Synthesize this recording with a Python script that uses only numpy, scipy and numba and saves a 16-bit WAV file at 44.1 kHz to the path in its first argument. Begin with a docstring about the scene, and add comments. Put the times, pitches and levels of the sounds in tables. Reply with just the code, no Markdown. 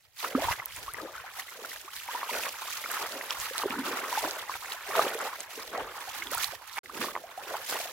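"""Someone wades through shallow muddy water, carrying a two-port microphone: each stride sloshes, built from
patchy noise blended with swarms of ringing bubbles as gurgle, splash and fine spray. Larger trapped bubbles
plop as damped sines, many rising in pitch; droplets snap as clusters of short pings. Light wind buffets
the ports as low noise, different on each. The water drifts from side to side; the sound cuts out once, briefly."""
import sys
import numpy as np
from scipy import signal
from scipy.fft import rfft, irfft, next_fast_len
from scipy.io import wavfile
from scipy.ndimage import uniform_filter1d, map_coordinates
from numba import njit

SR = 44100
rng = np.random.default_rng(int(sys.argv[2]) if len(sys.argv) > 2 else 0)


def bounce(signal):
    """Save signal as a 16-bit WAV file at the path given by the first command-line argument."""
    frames = np.transpose(np.atleast_2d(signal))
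    limited = np.clip(frames, -1, 1)
    pcm = np.round(limited * 32767).astype(np.int16)
    wavfile.write(sys.argv[1], SR, pcm)


def makeup_ratio(level_db):
    """Linear amplitude ratio for a level in decibels (20 dB per factor of ten)."""
    decades = np.asarray(level_db, float) / 20
    return 10 ** decades


N = 349272  # samples
LAG_S = .0001  # spread of arrival-time differences between the ports


def unit(x):
    """Scaled to rms 1."""
    return x / np.sqrt(np.mean(x ** 2) + 1e-20)


def along(points, hz):
    """(f/Hz, value) points read on a log frequency axis."""
    f, value = np.transpose(points)
    return np.interp(np.log(hz + 1), np.log(f + 1), value)


def wobble(rate):
    """A smooth random curve, rate knots a second."""
    return map_coordinates(rng.standard_normal(int(N * rate / SR) + 4), [np.arange(N) * rate / SR])


def filtered(x, response):
    """x shaped by a response of frequency."""
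    m = next_fast_len(N + 8192)
    return irfft(rfft(x, m) * response(np.fft.rfftfreq(m, 1 / SR)), m)[..., :N]


def swells(crest_s, rise_ms, fall_ms):
    """Power of each swell (one row each, a point per ms) and the time since its crest in s."""
    since = np.arange(0, N / SR, .001) - np.reshape(crest_s, (-1, 1))
    pace_ms = np.where(since < 0, np.reshape(rise_ms, (-1, 1)), np.reshape(fall_ms, (-1, 1)))
    decades = 1000 * np.abs(since) / np.maximum(pace_ms, 5)  # no pace is quicker than 5 ms per 10 dB
    return 10 ** -np.minimum(decades, 12), since


def per_sample(slow):
    """A curve with a point per ms, stretched to one value per sample."""
    return np.interp(np.arange(N) / SR, np.arange(len(slow)) / 1000, slow)


def summed(shape, crest_db, calm_db):
    """Gain of all swells together over a calm level, added by power."""
    return per_sample(np.sqrt(makeup_ratio(crest_db) ** 2 @ shape + makeup_ratio(calm_db) ** 2))


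def rush(spectrum, lag_s, patchy_db):
    """Patchy stereo noise; sources all around make the ports differ once the lag nears a period."""
    z = signal.stft(rng.standard_normal((2, N)), nperseg=256)[2]
    field = uniform_filter1d(rng.standard_normal(z.shape[1:]), 5, axis=0)
    field = uniform_filter1d(field, 5, axis=1)
    pair = signal.istft(z * makeup_ratio(patchy_db * unit(field)), nperseg=256)[1][:, :N]

    def mid_side(hz):
        alike = np.exp(-(2 * np.pi * hz * lag_s) ** 2 / 2)  # correlation between the ports
        turn = np.arccos(alike) / 2
        return makeup_ratio(along(spectrum, hz)) * [np.cos(turn), np.sin(turn)]

    mid, side = filtered(pair, mid_side)
    return unit(np.array([mid + side, mid - side]))


@njit
def ring(start, size, hz, t60, rise, lag, soft, count):
    """Damped sines whose pitch glides as the bubble nears the surface, one arrival time per port."""
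    out = np.zeros((2, count))
    for k in range(len(start)):
        for port in range(2):
            s0 = start[k] + (port - .5) * lag[k]
            first = int(np.ceil(s0 * SR))
            for i in range(max(first, 0), min(first + int(t60[k] * SR * .75) + 1, count)):
                t = i / SR - s0
                swell = (1 - np.exp(-t * hz[k] / soft)) * np.exp(-np.log(1000) * t / t60[k])
                out[port, i] += size[k] * swell * np.sin(2 * np.pi * hz[k] * t * (1 + rise[k] * t / t60[k]))
    return out


def swarm(per_s, centre_hz, octaves, cycles, scatter_db, rise, soft):
    """Countless small bubbles: random times, pitches and sizes, rms 1."""
    count = int(np.ceil(per_s * N / SR))
    when, luck = rng.random((count, 2)), rng.standard_normal((count, 4))
    centre = np.broadcast_to(centre_hz, N)[(when[:, 0] * N).astype(int)]
    hz = np.clip(centre * 2 ** (octaves * luck[:, 0]), 100, SR / 2.6)
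    size = makeup_ratio(np.minimum(-scatter_db * np.log(when[:, 1] + 1e-9), 4 * scatter_db))  # few large, many small
    t60 = cycles / hz * 2 ** (luck[:, 1] / 2)
    glide = rise * (1 + luck[:, 3])
    return unit(ring(when[:, 0] * N / SR, size, hz, t60, glide, LAG_S * luck[:, 2], soft, N))


def blend(noise, grains, share):
    """Two textures mixed by power, share being the part of the second."""
    return np.sqrt(1 - share) * noise + np.sqrt(share) * grains


# colour of the wind: f/Hz, relative level/dB
WIND_COLOUR = [(20, -43), (32, -20), (45, 6.5), (62, 4.5), (110, 4), (160, -3.5), (230, -37)]
# puffs of wind, before each port's own gain: crest t/s, level/dB, rise and fall [ms per 10 dB]
WIND_PUFFS = [(.48, -46.5, 63), (.8, -56, 90), (.92, -60, 62), (1.19, -55, 30), (3.41, -61, 35),
              (3.75, -59.5, 110), (4.24, -58.5, 68), (4.57, -61, 44), (5.05, -64, 90), (5.84, -53, 40),
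              (6.36, -58.5, 136), (7.05, -63, 120), (7.7, -78, 150)]


def wind():
    """Low lumps of air on the ports, different on each."""
    s, db, pace_ms = np.transpose(WIND_PUFFS)
    puffs = summed(swells(s, pace_ms, pace_ms)[0], db, calm_db=-73.5)
    lumps = makeup_ratio(1.7 * np.array([wobble(9.3), wobble(6.3)]))
    port_gain = makeup_ratio(np.array([[5.5], [.4]]))  # left, right
    return port_gain * puffs * unit(lumps * rush(WIND_COLOUR, 1, patchy_db=4.0))


# droplet snaps, before the pings scatter: t/s, level/dB, f/Hz
DROPLET_SNAPS = [(0.6566, -17.5, 14500), (0.7615, -29.5, 7950), (.9354, -27, 11300), (2.9138, -18, 13400),
                 (2.944, -22.5, 12300), (3.305, -18.5, 4320), (3.3984, -24, 7400), (3.5795, -17, 4700),
                 (4.3084, -21, 5500), (5.0397, -30, 5960), (5.1877, -26.5, 7750), (5.2127, -28.5, 6600),
                 (5.4037, -24.5, 6540), (5.7762, -31.5, 5100), (6.3137, -25, 12500), (6.3466, -17, 12900),
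                 (6.3791, -22, 11000), (6.4435, -25, 5400), (6.4704, -29, 12300), (7.7094, -21, 5400)]


def snaps():
    """A droplet strikes the surface and breaks up: six ragged pings scattered around one pitch."""
    s, db, hz = np.repeat(np.transpose(DROPLET_SNAPS), 6, axis=1)
    luck = rng.standard_normal((len(s), 2))
    lag = LAG_S * np.repeat(rng.standard_normal(len(DROPLET_SNAPS)), 6)
    late = luck[:, 0] ** 2  # later pings are weaker
    when = s + 0.0014 + 0.00063 * late
    pitch_hz = np.clip(hz * 2 ** (0.41 * luck[:, 1]), 100, SR / 2.8)
    return ring(when, makeup_ratio(db - late), pitch_hz, 0.0019 + 7 / hz, 0 * s, lag, 0.21, N)


# air pockets closed in by the foot: start t/s, level/dB, starting f/Hz, t60 [s],
# mean pitch rise over t60 [share of the starting pitch]
AIR_BUBBLES = [(.2466, -15, 1180, 0.013, 0.011), (.3494, -9, 260, 0.076, 0.024),
               (.3508, -16.5, 1210, 0.022, 0.12), (.3763, -20, 432, 0.097, 2), (.42, -23, 590, 0.062, 0.54),
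               (.4845, -16.5, 903, .06, 0.19), (0.5114, -16, 870, .013, .5), (.5252, -20.5, 2030, 0.024, 0),
               (.599, -22.5, 2010, 0.019, 0.057), (.88, -27.8, 1060, 0.085, 0.63),
               (.9443, -24.5, 1930, 0.018, 0.14), (.985, -29, 1620, .034, .13), (1, -30.5, 1210, 0.048, .1),
               (1.027, -34, 306, 0.14, 0.18), (1.1797, -32, 1490, 0.04, 0), (1.396, -23.5, 1920, 0.017, 0),
               (1.6475, -23.5, 1410, 0.015, 0), (1.844, -45.5, 346, 0.12, .5),
               (1.879, -33.5, 1040, 0.063, 0.72), (2.0865, -26, 887, 0.068, 0.36),
               (2.1493, -23.5, 925, 0.087, 0.24), (2.2308, -17, 1060, 0.014, 0.072),
               (2.2932, -24, 910, 0.054, 0.29), (2.3094, -22.5, 2160, 0.014, 0.04),
               (2.6825, -29.5, 1170, .039, 0.18), (2.8594, -21, 1340, 0.015, 0.046),
               (3.0614, -25, 1290, 0.018, 0), (3.2118, -19.5, 1970, 0.0084, 0),
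               (3.51, -30, 480, 0.059, 0.31), (3.598, -24, 1190, 0.013, 0), (3.618, -25, 1240, 0.038, 0),
               (3.6352, -12, 990, 0.0093, 0.11), (3.6568, -15, 399, .043, 0), (3.7, -27.5, 204, 0.14, 1.4),
               (3.707, -14, 2460, 0.0041, 0.036), (3.8, -31, 235, 0.088, .5),
               (4.1265, -19.5, 980, 0.042, 0), (4.1747, -17.5, 836, 0.062, 0.18),
               (4.2386, -23, 610, 0.035, 2.4), (4.245, -29.5, 290, .12, 0.37),
               (4.2741, -22.5, 583, .036, 1.8), (4.4958, -19, 1050, 0.018, 0),
               (4.5403, -21.5, 2130, .008, 0.19), (4.9822, -21, 638, 0.087, 0.21),
               (4.9927, -8, 626, 0.016, 0), (4.9932, -10.5, 1206, 0.032, 0), (5.0666, -9.5, 517, 0.011, 0),
               (4.7207, -23.5, 3640, 0.012, 0.52), (4.889, -32, 400, 0.067, 0.0086),
               (5.151, -23.5, 447, 0.058, 0), (5.2545, -25.5, 795, 0.037, 0.042),
               (5.276, -25.5, 844, .039, .12), (5.5755, -32, 442, 0.087, 0), (5.736, -30, 870, .028, 1.3),
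               (5.7805, -21.5, 692, 0.055, 0.44), (6.222, -24, 2090, 0.033, 0.14),
               (6.2703, -24, 3390, .008, 0), (6.318, -29.5, 484, 0.066, 1),
               (6.3333, -22.5, 1270, .025, 0.16), (6.3502, -25, 950, 0.042, 0),
               (6.3744, -22.5, 1307, 0.034, .2), (6.4412, -26, 1150, 0.018, 0),
               (6.4433, -15, 3830, 0.0083, 0.4), (6.5332, -32.5, 560, .05, 1.4),
               (6.7751, -29, 1500, 0.0092, 2.1), (6.7833, -12.5, 2070, 0.0034, 0.12),
               (6.7878, -20, 1900, 0.0039, 0.35), (6.859, -30.5, 1990, 0.011, 0.038),
               (6.896, -32, 1060, 0.053, 0.73), (7.084, -27, 1070, 0.047, 0.35),
               (7.1522, -24.5, 890, 0.033, 1), (7.153, -21, 1960, 0.0096, 0.088),
               (7.1634, -12, 1030, 0.0072, 0), (7.175, -24, 1000, 0.014, .2),
               (7.2382, -32.5, 622, 0.067, .5), (7.3767, -29, 710, .092, 0.42),
               (7.5417, -23, 715, 0.034, 2.4), (7.5522, -20.5, 870, 0.021, 0),
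               (7.7246, -15, 580, 0.0082, 0), (7.7547, -24.5, 700, .029, 1.6), (7.8009, -28, 600, .05, 0.7),
               (7.854, -33, 645, 0.069, 0.57)]


def bubbles():
    """Pockets of air closed in by the foot: damped plops, many with a pitch that climbs."""
    s, db, hz, t60, rise = np.transpose(AIR_BUBBLES)
    lag = .6 * LAG_S * rng.standard_normal(len(s))
    return ring(s, makeup_ratio(db), hz, t60, rise, lag, 0.32, N)


# colour of the spray noise: f/Hz, relative level/dB
SPRAY_COLOUR = [(1060, -23), (1800, -3), (3050, -5.5), (6600, -7), (8590, -12), (12100, -6), (13800, -8),
                (15850, -10.5), (16400, -45)]


def spray_texture():
    """Fine hiss full of tiny bubbles, with single drops falling back."""
    tiny = swarm(1100, 7620, 0.89, cycles=9.7, scatter_db=3.0, rise=0.091, soft=0.26)
    drops = swarm(160, 3097, 0.541, cycles=24.7, scatter_db=3.0, rise=0.306, soft=0.18)
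    hiss = blend(rush(SPRAY_COLOUR, LAG_S, patchy_db=1.5), tiny, 0.32)
    return blend(hiss, drops, 0.19)


# colour of the splash noise: f/Hz, relative level/dB
SPLASH_COLOUR = [(520, -47), (850, -1), (1150, -5), (2000, -7.5), (3500, -11), (6000, -29)]


def splash_texture():
    """Broken water: mid-pitched bubbles ringing over patchy noise."""
    ringing = swarm(260, 1329.6, .45, cycles=34.3, scatter_db=1.0, rise=0.403, soft=0.2)
    return blend(rush(SPLASH_COLOUR, LAG_S, patchy_db=4.0), ringing, 0.75)


# a foot sinks in and drags air under: crest t/s, rise [ms per 10 dB], fall [ms per 10 dB],
# gurgle level/dB before the surges, air pocket f/Hz before the ceiling below
FOOT_PLUNGES = [(0.246, 14, 169, -40.5, 569), (0.35, 16, 88, -34, 304), (0.773, 9, 147, -51.5, 495),
                (1.013, 43, 105, -40.5, 490), (1.648, 106, 108, -47, 520), (2.14, 30, 146, -47, 576),
                (2.315, 7, 97, -34, 556), (2.487, 91, 27, -43, 536), (3.039, 208, 25, -46, 540),
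                (3.154, 107, 201, -42.5, 492), (3.526, 54, 4, -57, 527), (3.645, 20, 57, -36.5, 430),
                (3.788, 79, 297, -35.5, 282.5), (4.235, 12, 107, -35.5, 557), (4.704, 71, 49, -50.5, 543),
                (4.993, 59, 136, -30, 579), (5.263, 144, 30, -36.5, 600), (5.402, 37, 22, -44, 632),
                (5.576, 38, 86, -46.5, 461), (5.78, 71, 138, -37, 511), (6.3, 99, 36, -45.5, 310),
                (6.527, 4, 42, -44, 606), (7.023, 76, 121, -37, 356), (7.521, 119, 89, -41.5, 600),
                (7.715, 25, 189, -42.5, 505)]
CLIMB_OCT_PER_S, SMALLEST_POCKET_HZ = 2.85, 600  # pockets shrink after the crest, down to the smallest


def pockets():
    """Gurgle gain and pocket pitch: the loudest plunge leads, its pitch climbing after the crest."""
    s, rise_ms, fall_ms, db, hz = np.transpose(FOOT_PLUNGES)
    shape, since = swells(s, rise_ms, fall_ms)
    climbing = hz[:, None] * 2 ** (CLIMB_OCT_PER_S * np.clip(since, 0, 2))
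    climbing = np.minimum(climbing, SMALLEST_POCKET_HZ)
    power = shape * makeup_ratio(db)[:, None] ** 2
    pocket_hz = per_sample((power * climbing).sum(axis=0) / power.sum(axis=0))
    return summed(shape, db, calm_db=-77.5), pocket_hz


# colour of the gurgle noise around large pockets: f/Hz, relative level/dB
GURGLE_COLOUR = [(130, -12), (200, -3.5), (280, -1), (400, -6), (650, -45)]


def gurgle_texture(pocket_hz):
    """Low churn and bubbles that follow the pocket pitch."""
    shallow = np.clip(np.log2(pocket_hz / 290), 0, 1)  # small pockets churn an octave above large ones
    large = rush(GURGLE_COLOUR, LAG_S, patchy_db=5.5)
    small = rush(np.multiply(GURGLE_COLOUR, [2, 1]), LAG_S, patchy_db=3.0)
    glugs = swarm(120, pocket_hz, 0.256, cycles=16.9, scatter_db=2.2, rise=0.342, soft=0.068)
    return blend(blend(large, small, shallow), glugs, 0.54)


# each push of a leg through the surface, levels before the surges: crest t/s, rise [ms per 10 dB],
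# fall [ms per 10 dB], splash level/dB, spray level/dB
LEG_SLOSHES = [(0.189, 20, 164, -57, -41), (0.244, 15, 78, -35, -38.5), (0.423, 52, 130, -31.5, -37.5),
               (0.527, 82, 15, -30.5, -33.5), (0.771, 86, 50, -56, -41), (0.871, 77, 55, -45.5, -43.5),
               (0.982, 74, 232, -44.5, -47.5), (1.163, 32, 163, -42, -50), (1.397, 52, 31, -45, -38),
               (1.496, 42, 118, -50.5, -42.5), (1.653, 41, 152, -47.5, -46.5), (1.73, 70, 81, -63, -39.5),
               (1.953, 51.5, 134, -43.5, -39), (2.131, 45, 182, -38, -39), (2.305, 25, 314, -38.5, -36),
               (2.47, 123, 47, -42, -37), (2.725, 129, 255, -42, -36.5), (2.921, 27, 319, -36, -37),
               (3.314, 61, 19, -37, -38), (3.425, 102, 134, -39.5, -37), (3.613, 126, 34, -37.5, -36.5),
               (3.733, 73, 80, -33.5, -41), (3.863, 46, 292, -35.5, -39.5), (4.19, 165, 223, -32.5, -35.5),
               (4.522, 20, 115, -44, -41.5), (4.72, 100, 62, -42, -39.5), (4.985, 111, 178, -29, -33.5),
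               (5.256, 49, 97.5, -32, -41.5), (5.406, 72, 38, -49, -41), (5.522, 44, 295, -46, -41.5),
               (5.73, 14, 311, -38.5, -80), (5.966, 74, 243, -42, -44.5), (6.173, 122.5, 185, -44.5, -41),
               (6.337, 33, 106, -35.5, -34.5), (6.445, 34, 10, -54, -27), (6.539, 106, 17, -43, -41.5),
               (6.787, 153, 21, -41, -44), (7.034, 79, 83, -37, -35.5), (7.569, 270, 46, -41, -45),
               (7.732, 133, 165, -37, -34)]


def wading():
    """Gurgle, splash and spray pushed up by the legs; the same small surges shake all three."""
    gurgle_gain, pocket_hz = pockets()
    s, rise_ms, fall_ms, splash_db, spray_db = np.transpose(LEG_SLOSHES)
    shape = swells(s, rise_ms, fall_ms)[0]
    surge, splutter = np.tanh(wobble(30)), np.tanh(wobble(65))  # the flow limits how far a surge can swell
    gurgle = gurgle_gain * makeup_ratio(2.24 * surge) * gurgle_texture(pocket_hz)
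    splash_gain = summed(shape, splash_db, calm_db=-78.5) * makeup_ratio(3.82 * surge + 1.5 * splutter)
    spray_flutter_db = 0.73 * wobble(16) + 0.31 * surge + 1.55 * splutter + 1.96 * wobble(120)
    spray_gain = summed(shape, spray_db, calm_db=-65.5) * makeup_ratio(spray_flutter_db)
    return gurgle + splash_gain * splash_texture() + spray_gain * spray_texture()


# balance of the water: t/s, left-right level/dB
WATER_BALANCE = [(0.0, -3.5), (0.88, -2.5), (0.97, 1.5), (1.34, -2.5), (5.8, -2.5), (6.4, -5.5),
                 (6.44, -6.5), (6.53, -5.5), (7.92, -2)]


def drift(water):
    """The water moves from side to side by level."""
    s, db = np.transpose(WATER_BALANCE)
    pan_db = np.interp(np.arange(N) / SR, s, db)
    return water * makeup_ratio([pan_db / 2, -pan_db / 2])


# left-right difference added by the ports: f/Hz, level/dB
PORT_TILT = [(300, 1), (1400, 2), (3000, 0), (10000, -1)]


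def through_ports(water):
    """Each port has its own tilt, and both pass little airborne bass."""
    def response(hz):
        bass_cut = (1j * hz / (1j * hz + 170)) ** 3
        return makeup_ratio(np.outer([.5, -.5], along(PORT_TILT, hz))) * bass_cut
    return filtered(water, response)


def scene():
    """Water that drifts from side to side, in light wind."""
    water = wading() + bubbles() + snaps()
    return through_ports(drift(water)) + wind()


def band_limit(x):
    """A steep low-pass at the top of the band."""
    return signal.sosfilt(signal.butter(12, 17000, fs=SR, output="sos"), x)


CUT_FROM_S, CUT_TO_S, CUT_EDGE_S = 6.791, 6.8325, .0015  # silence between the two times, faded at its edges


def record(dry):
    """The sound drops out for a moment; the top is cut steeply above 16 kHz."""
    t = np.arange(N) / SR
    on = np.clip(np.maximum(CUT_FROM_S - t, t - CUT_TO_S) / CUT_EDGE_S, 0, 1)
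    mix = filtered(dry * on, lambda hz: 1 / (1 + (hz / 16050) ** 120))
    return band_limit(mix)


dry = scene()
out = record(dry)
bounce(out)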